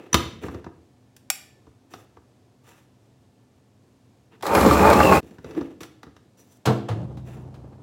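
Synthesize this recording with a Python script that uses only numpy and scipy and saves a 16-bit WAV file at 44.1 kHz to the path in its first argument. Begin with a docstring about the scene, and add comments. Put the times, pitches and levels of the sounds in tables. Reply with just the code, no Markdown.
"""A tiled kitchen, with a low hush and a faint fridge hum. Hands rub and tap a hollow plastic blender jar;
its lid squeaks, thumps home and snaps tight. Blades churn a thick, lumpy mix over a motor whine for
under a second, then the sound cuts off abruptly. The lid is worked loose; a bracelet jingles faintly.
Further off a sheet-metal door bangs shut and rebounds; its thin panel goes on booming and chattering."""
import sys
import numpy as np
from scipy import signal
from scipy.fft import rfft, irfft, next_fast_len
from scipy.io import wavfile
from scipy.ndimage import uniform_filter1d, map_coordinates

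SR = 44100
rng = np.random.default_rng(int(sys.argv[2]) if len(sys.argv) > 2 else 0)


def dump_mix(stems):
    """Bounce the given channels to the path in sys.argv[1] as a 16-bit WAV at rate SR."""
    frames = np.atleast_2d(stems).T  # one column per channel
    limited = np.clip(frames, -1, 1)  # hard clip at full scale
    pcm = np.round(limited * 32767).astype(np.int16)
    wavfile.write(sys.argv[1], SR, pcm)


N = 344862

# tiled room decay: (frequency [Hz], t60 [s])
ROOM_DECAY = [(80, 0.81), (300, 0.68), (1000, 0.41), (3000, 0.54), (7000, 0.39), (15000, 0.32)]
# house hush: (frequency [Hz], level [dB])
HUSH_SPECTRUM = [(25, -25.5), (50, -19), (80, -9.5), (120, 1.5), (165, -13.5), (260, -10), (400, -13.5),
                 (600, -18.5), (900, -23.5), (1400, -30), (1780, -32.5), (2100, -32), (7500, -37.5),
                 (15500, -49.5)]
# fridge partials: (frequency [Hz], level [dB])
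FRIDGE_TONES = [(101, -69), (200, -67), (255, -66.5), (715, -77), (1755, -83.5)]
# hand and sleeve strokes: (time [s], length [s], scrape [dB], hollow re scrape [dB], tilt [dB/oct])
STROKES = [(-.04, 0.18, -51, 8.5, -8), (.405, 0.13, -44, 5.5, -5), (0.524, 0.078, -51.5, 16.5, -6),
           (1.894, .16, -55.5, 3.5, -1), (2.625, 0.24, -56, -3, -2.5), (4.311, 0.057, -52.5, 3, -9.5),
           (5.21, 0.26, -60, 9.5, -3), (5.419, 0.33, -53, 12, -5.5), (5.549, 0.13, -47.5, 16, -7),
           (5.805, 0.061, -45, 4, -1.5), (6.367, 0.13, -64, 5, 2.5), (6.488, 0.093, -64, -3, 3),
           (7.241, 0.21, -54, 0.5, -3.5)]
# hollow jar: (frequency [Hz], width [Hz], gain [dB])
JAR_PEAKS = [(79, 32, 4.5), (166, 15, 8), (278, 19, 4.5), (327.8, 18, 8.5), (460.2, 50, -4.5),
             (870, 370, 2), (1020, 330, -2), (1250, 160, -3), (1750, 330, -0.5), (2630, 300, 0),
             (3590, 330, -2), (5920, 600, 4), (7260, 340, 5), (10000, 460, -3.5)]
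# three lid squeaks, then two bracelet jingles: (time [s], frequency [Hz], length [s], level [dB])
SHORT_TONES = [(0.1287, 5980, 0.0077, -13), (.129, 9700, 0.0044, -23), (5.571, 330.4, 0.026, -15),
               (6.37, 5850, 0.065, -59.5), (6.482, 5950, .06, -65)]
# knocks on jar and base: (time [s], body [dB], thump re body [dB], tilt [dB/oct])
JAR_KNOCKS = [(.129, -30.5, 1, 0), (.142, -15, 1, -.5), (.435, -38, 10, -6), (.483, -37, 6, -9),
              (.544, -44.5, 12.5, -5), (.642, -47, -3, -4.5), (.663, -40, 4.5, -12.5),
              (1.164, -67.5, -4, 6), (1.667, -55, 7, -9), (1.936, -40, -3.5, -3.5), (2.168, -50, 1.5, -9),
              (4.408, -53, -2, -2), (4.424, -43.5, -3, 1.5), (5.228, -61, 20.5, -0.5),
              (5.308, -59.5, 16.5, -1.5), (5.383, -50.5, 8.5, -5.5), (5.443, -44, 9.5, -4.5),
              (5.508, -48, 0, -3), (5.548, -48, 10, -5), (5.577, -40, 2, -8.5), (5.609, -38, 8.5, -7),
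              (5.805, -47.5, 6.5, 0), (5.831, -45, -4, 0.5), (6.030, -45, -1, -3), (6.066, -53.5, 10.5, -7),
              (6.164, -54.5, -2, -2.5)]
# lid catch: (frequency [Hz], level [dB], t60 [s])
CATCH_MODES = [(620, -17.5, .03), (785, -11.5, 0.029), (1200, -17, .015), (1705, -14, 0.014),
               (1760, -52.5, 2.2), (2370, -4.5, 0.015), (2465, -31.5, .25), (2560, -29, .22),
               (2742, -11, .016), (3740, -15, 0.0083), (4800, -7.5, 0.0082), (5630, -4.5, .01),
               (5520, -28.5, .2), (5560, -27.5, .18), (7323, 2.5, 0.0083), (7450, -24.5, .18),
               (8100, -13, .008), (11000, -4, .007), (13500, -25, .006)]
# blade load: (time [s], level [dB])
BLADE_BITE = [(4.44, -29), (4.53, -18.5), (4.58, -16.5), (4.66, -16.5), (4.75, -18), (4.85, -10),
              (4.92, -9.5), (4.975, -17.5), (5.01, -15.5), (5.13, -13), (5.19, -18.5)]
# rotor-slot whine, sagging under load: (time [s], frequency [Hz])
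WHINE_PITCH = [(4.52, 2480), (4.62, 2397), (4.72, 2349), (4.80, 2491), (4.93, 2416), (5.0, 2666),
               (5.06, 2711), (5.14, 2455), (5.2, 2624)]
# filled jar on its base: (frequency [Hz], width [Hz], gain [dB])
FILLED_PEAKS = [(71, 11, 3.5), (200, 19.3, 5.5), (410, 78, 7.5), (551.3, 18, 7), (863, 46, 6.5),
                (996, 43, -12.5), (1171, 73, 5.5), (1426, 32, -9), (2132, 100, 0), (4150, 100, -3),
                (5370, 82, -5.5), (7300, 650, 0.5)]
# churning mix: (frequency [Hz], level [dB])
MIX_SPECTRUM = [(24, -46.5), (40, -25.5), (69, 3), (133, -4.5), (329, 4), (382, -11), (422, -1), (491, -7),
                (556, 0.5), (852, -1.5), (1720, -12), (2630, -23), (3060, -25.5), (7540, -33.5),
                (16000, -34)]
# lumps on the blades: (time [s], body [dB], thump re body [dB], tilt [dB/oct])
LUMP_HITS = [(4.454, -32.5, -20.5, -6.5), (4.465, -27, -12.5, -4.5), (4.549, -15.5, -14, -6),
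             (4.578, -16.5, -14, -11), (4.608, -21, 0.5, -6), (4.66, -19, 8, -7), (4.709, -15.5, -5, -10),
             (4.899, -21.5, -7.5, -4.5), (4.928, -17.5, -1.5, -7.5), (4.958, -25, 10.5, -12.5),
             (5.0, -11, -13, -12.5), (5.122, -11, -21, -12.5), (5.168, -22, 2, -10.5)]
# door blows, then loose knocks: (time [s], level [dB], tilt [dB/oct])
DOOR_BLOWS = [(6.654, -17.5, 4), (6.671, -13.5, -1), (6.695, -11.5, -6), (6.884, -24.5, 1.5),
              (6.91, -28.5, -1), (7.169, -47.5, 4), (7.365, -44, -2), (7.54, -47.5, 3.5), (7.637, -42, -5),
              (7.725, -48.5, -1.5)]
# one door blow: (frequency [Hz], level [dB])
BLOW_SPECTRUM = [(24, -57.5), (40, -46), (127, -8.5), (249, -6), (290, -16), (320, 0), (412, -38), (455, 1),
                 (715, -8), (918, -4), (1180, -10), (2100, -22), (3830, -26.5), (16000, -53.5)]
# door frame: (frequency [Hz], level [dB], t60 [s])
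FRAME_MODES = [(124.3, -16.5, 0.49), (166, -17.5, 0.19), (209.4, -23.5, 0.42), (335.6, -29, 1),
               (388, -33.5, 0.85), (441, -23.5, 0.41), (663, -28, 0.22), (916, -28, 0.15)]
# door panel: (frequency [Hz], level [dB], t60 [s])
PANEL_MODES = [(64.6, -43.5, 3.2), (91.5, -42, 5.2), (112, -30, 0.67), (126, -38.5, 5), (152, -44, 3.2),
               (173, -42.5, 1.9), (206, -45, 3.5), (299, -46, 1.9), (366, -52.5, 2.6), (543, -55.5, 2.8)]
# loose panel in its frame: (frequency [Hz], level [dB])
CHATTER_SPECTRUM = [(59, -29), (100, 5), (132, -7.5), (241, -10.5), (383, -14.5), (415, -18.5), (819, -22),
                    (1590, -41.5), (1750, -47), (12000, -61.5), (15600, -88), (22000, -120)]
# thump, body, clack and tick of a strike: (low edge [Hz], high edge [Hz])
REGISTERS = [(65, 400), (400, 1500), (1500, 5000), (5000, 16000)]

START_S, CUT_S, SPIN_UP_S = 4.428, 5.202, .026
GRIP_S, GRIP_DB = .16, 23.5  # blades take hold of the mix
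MAINS_HZ, ROTOR_SLOTS = 50, 12
THUD_S, REBOUND_S = 6.664, 6.895


def amp(db):
    """Decibels to gain."""
    return 10 ** (np.asarray(db) / 20)


def unit(x):
    """Scale to rms 1."""
    return x / np.sqrt(np.mean(x ** 2))


def fade(t, t60_s):
    """Exponential decay."""
    return np.exp(-np.log(1000) * t / max(t60_s, 1e-3))


def rise(t, attack_s):
    """Linear ramp, 0 to 1."""
    return np.clip(t / attack_s, 0, 1)


def seconds(length_s):
    """Time axis."""
    return np.arange(int(length_s * SR)) / SR


def add(out, at_s, x):
    """Mix x in, cropped to the scene."""
    i = int(at_s * SR)
    x, i = x[max(-i, 0):], max(i, 0)
    out[i:i + len(x)] += x[:max(N - i, 0)]


def band(x, lo_hz, hi_hz):
    """Band-pass."""
    sos = signal.butter(3, [lo_hz, min(hi_hz, SR / 2 - 1000)], "band", fs=SR, output="sos")
    return signal.sosfilt(sos, x)


def colour(x, spectrum):
    """Filter by a spectrum table."""
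    hz, db = np.transpose(spectrum)
    size = next_fast_len(len(x))
    bins_hz = np.maximum(np.fft.rfftfreq(size, 1 / SR), 1)
    gain = amp(np.interp(np.log(bins_hz), np.log(hz), db))
    return irfft(rfft(x, size) * gain, size)[:len(x)]


def resonate(x, peaks):
    """Add resonant peaks."""
    return x + sum(amp(db) * signal.lfilter(*signal.iirpeak(hz, hz / width_hz, SR), x)
                   for hz, width_hz, db in peaks)


def ring(modes, t):
    """Decaying sines, random phase."""
    return sum(amp(db) * fade(t, t60_s) * np.sin(2 * np.pi * (hz * t + rng.random()))
               for hz, db, t60_s in modes)


def walk(n, rate_hz):
    """Smooth noise, spread near 1."""
    step = int(SR / rate_hz)
    return 1.3 * uniform_filter1d(np.repeat(rng.standard_normal(n // step + 1), step), step)[:n]


def grains(n, per_s, spread_db):
    """Dense tiny impacts of uneven size."""
    impacts = rng.standard_normal(n) * (rng.random(n) < per_s / SR)
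    return impacts * amp(spread_db * np.minimum(rng.exponential(size=n), 4))


def kitchen(x, wet_db):
    """Direct sound plus diffuse ring of tiled walls."""
    t = seconds(.8)
    edges_hz = 45 * 1.5 ** np.arange(16)
    hz, t60_s = np.transpose(ROOM_DECAY)
    tail = np.zeros(len(t))
    for lo, hi in zip(edges_hz, edges_hz[1:]):
        band_t60_s = np.interp(np.log(lo * hi) / 2, np.log(hz), t60_s)
        tail += band(rng.standard_normal(len(t)), lo, hi) * fade(t, band_t60_s)
    tail *= rise(t - .003, .00089)
    return x + amp(wet_db) * signal.fftconvolve(x, tail / np.linalg.norm(tail))[:N]


def fridge():
    """Faint hum, wavering in level and pitch."""
    return sum(amp(db + 2 * walk(N, 5)) * np.sin(2 * np.pi * np.cumsum(hz + 5 * walk(N, 12)) / SR)
               for hz, db in FRIDGE_TONES)


def hush(level_db):
    """Low noise of the house."""
    return amp(level_db) * unit(colour(rng.standard_normal(N), HUSH_SPECTRUM)) * amp(.4 * walk(N, 11))


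def rubbing(uneven_db, attack_share, fall_db):
    """Friction grains excite the hollow jar; each stroke presses in, then eases off."""
    out = np.zeros(N)
    for at_s, length_s, db, hollow_db, tilt in STROKES:
        t = seconds(length_s)
        along = t / length_s
        pressure = rise(along, attack_share) * amp(-fall_db * np.maximum(along - attack_share, 0))
        contacts = grains(len(t), 12000, 1.6) * amp(uneven_db * walk(len(t), 70))
        friction = resonate(contacts, JAR_PEAKS)
        hollow = amp(hollow_db) * unit(band(friction, 200, 500))
        scrape = unit(band(friction, 550, 3000))
        hiss = amp(2 * tilt) * unit(band(friction, 2600, 21050))
        add(out, at_s, amp(db) * (hollow + scrape + hiss) * pressure * signal.windows.tukey(len(t), .08))
    return out


def squeaks_and_jingles():
    """Short wavering tones: lid squeaks, then two faint high bracelet jingles."""
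    out = np.zeros(N)
    for at_s, hz, length_s, db in SHORT_TONES:
        t = seconds(length_s)
        cycles = np.cumsum(hz * (1 + .0061 * walk(len(t), 600))) / SR
        add(out, at_s, amp(db) * np.sin(np.pi * t / length_s) * np.sin(2 * np.pi * cycles))
    return out


def strikes(hits, peaks, body_t60_s, bass_stretch, tick_db):
    """Rattling contacts ring the jar; harder is brighter, lows ring longest."""
    out, t = np.zeros(N), seconds(.25)
    clack_oct, tick_oct = 1.8, 3.5
    for at_s, db, thump_db, tilt in hits:
        noise = resonate(rng.standard_normal(len(t)), peaks) * rise(t, .0018)
        offsets_db = thump_db, 0, tilt * clack_oct, tilt * tick_oct + tick_db
        for (lo, hi), offset_db, stretch in zip(REGISTERS, offsets_db, (bass_stretch, 1, .8, .65)):
            blow = band(noise * fade(t, body_t60_s * stretch), lo, hi)
            blow *= np.sqrt(SR * .016) / np.linalg.norm(blow)  # energy of 16 ms at rms 1
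            add(out, at_s, amp(db + offset_db) * blow)
    return out


def snap(at_s, gain_db, crack_db):
    """The catch jumps its ridge: crack, short plastic ring, faint after-ring of the jar."""
    out, t = np.zeros(N), seconds(.3)
    crack = unit(band(rng.standard_normal(len(t)), 700, 16000)) * fade(t, t60_s=.025)
    add(out, at_s, amp(gain_db) * (ring(CATCH_MODES, t) + amp(crack_db) * crack))
    return out


def churning(turns, pull, grip_db, bite_db):
    """Blades beat the mix against the jar once a turn: slosh, churn, spray."""
    n = len(turns)
    beat = 1 + .5 * np.cos(2 * np.pi * turns)
    impacts = grains(n, 8000, 1.5) * beat * (1 + .3 * pull)
    mix = colour(resonate(impacts, FILLED_PEAKS), MIX_SPECTRUM)
    heave = np.cumsum(.025 * walk(n, 16))  # heaving mix shifts the resonances
    mix = map_coordinates(mix, [np.arange(n) + heave], order=3, mode="mirror")
    drops = grains(n, 25000, 1.6) * (1 + .14 * pull)
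    fizz = colour(resonate(drops, FILLED_PEAKS), MIX_SPECTRUM)
    slosh = amp(grip_db - 18) * unit(band(mix, 62, 359))
    churn = amp(bite_db - .5) * unit(band(mix, 330, 3000) * amp(.92 * walk(n, 40)))
    spray = amp(.56 * grip_db - 30.5) * unit(band(fizz, 2680, 22000)) * amp(1.1 * walk(n, 70))
    return slosh + churn + spray


def whine(slot_cycles, slot_hz, pull, bite_db):
    """Rotor-slot tone; grows with load and, steeply, with speed."""
    tone = (.23 + pull) * np.sin(2 * np.pi * slot_cycles) * amp(2.8 * walk(len(pull), 250))
    load_db = (bite_db - bite_db.mean()) / 2
    return unit(tone) * amp(load_db - 28.5) * (slot_hz / slot_hz.max()) ** 7


def splash(at_s, length_s, hz, db):
    """First spray sizzles on the dry upper jar wall."""
    out, t = np.zeros(N), seconds(length_s)
    drops = unit(band(grains(len(t), 8300, 2.6), hz - 700, hz + 700))
    add(out, at_s, amp(db) * drops * rise(t, .0067) * (1 - t / length_s))
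    return out


def blender():
    """The motor spins up, pulls once per mains cycle, flutters under load; the sound cuts off abruptly."""
    run_s = seconds(1)
    t = START_S + run_s
    grip_db = GRIP_DB * np.minimum(run_s / GRIP_S - 1, 0)
    bite_db = np.interp(t, *np.transpose(BLADE_BITE))
    slot_hz = (1 - np.exp(-run_s / SPIN_UP_S)) * np.interp(t, *np.transpose(WHINE_PITCH))
    pull = np.cos(np.pi * MAINS_HZ * (t - 4.434)) ** 4
    slot_cycles = np.cumsum(slot_hz * (1 + .025 * walk(len(t), 700))) / SR
    running = churning(slot_cycles / ROTOR_SLOTS, pull, grip_db, bite_db)
    running += whine(slot_cycles, slot_hz, pull, bite_db)
    out = splash(at_s=4.535, length_s=.17, hz=11240, db=-35)
    add(out, START_S, running * rise(run_s, .0049))
    out += strikes(LUMP_HITS, FILLED_PEAKS, body_t60_s=.062, bass_stretch=1.5, tick_db=4)
    gate = np.clip((CUT_S - np.arange(N) / SR) / .027 + .2, 0, 1)  # cuts the room tail too
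    return kitchen(out, wet_db=-10.5) * gate


def door_slam(frame_db):
    """The door bangs into its frame, which thuds; loose knocks follow."""
    blows, t = np.zeros(N), seconds(.3)
    for at_s, db, tilt in DOOR_BLOWS:
        spectrum = [(hz, level_db + tilt * np.log2(hz / 500)) for hz, level_db in BLOW_SPECTRUM]
        rattle = unit(colour(rng.standard_normal(len(t)), spectrum))
        add(blows, at_s, amp(db) * rattle * fade(t, t60_s=.13) * rise(t, .0044))
    out, t = kitchen(blows, wet_db=-8), seconds(2)
    add(out, THUD_S, amp(frame_db) * ring(FRAME_MODES, t) * rise(t, .0095))
    return out


def door_panel(boom_db, flex):
    """The rebound sets the thin sheet booming and chattering; flex bends each mode's pitch, while each mode's
    level wavers on its own."""
    out, t = np.zeros(N), seconds(2)
    n = len(t)
    boom = np.zeros(n)
    for mode in PANEL_MODES:
        flexed_s = t + np.cumsum(flex * walk(n, 18)) / SR
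        boom += ring([mode], flexed_s) * amp(3.3 * walk(n, 11.4))
    add(out, REBOUND_S, amp(boom_db) * boom * rise(t, .0095))
    contacts = colour(grains(n, 2500, 2.1), CHATTER_SPECTRUM)
    chatter = unit(band(contacts, 196, 10000)) * amp(2 * walk(n, 29.8))
    burst = amp(-26.5) * fade(t, t60_s=.36)
    linger = amp(-45) * fade(t, t60_s=10.2)
    add(out, REBOUND_S, chatter * (burst + linger) * rise(t, .089))
    return out


def scene():
    """Mono mix at the counter."""
    knocks = strikes(JAR_KNOCKS, JAR_PEAKS, body_t60_s=.05, bass_stretch=2.1, tick_db=-8)
    hands = kitchen(knocks + rubbing(uneven_db=2.5, attack_share=.22, fall_db=16.5), wet_db=-9)
    tones = kitchen(squeaks_and_jingles(), wet_db=-15.5)
    catch = kitchen(snap(at_s=1.3015, gain_db=-10, crack_db=-2.5), wet_db=-12)
    blending = blender()
    door = door_slam(frame_db=3) + door_panel(boom_db=4, flex=.0201)
    return (hands + tones + catch + blending + door + fridge() + hush(level_db=-58))[None]


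def record(dry):
    """Microphone: 50 Hz high-pass, soft clip, 16 kHz low-pass."""
    thin = signal.sosfilt(signal.butter(3, 50, "high", fs=SR, output="sos"), dry)
    rounded = np.tanh(.68 * thin) / .73
    return signal.sosfilt(signal.ellip(10, .2, 80, 16000, fs=SR, output="sos"), rounded)


dry = scene()
out = record(dry)
dump_mix(out)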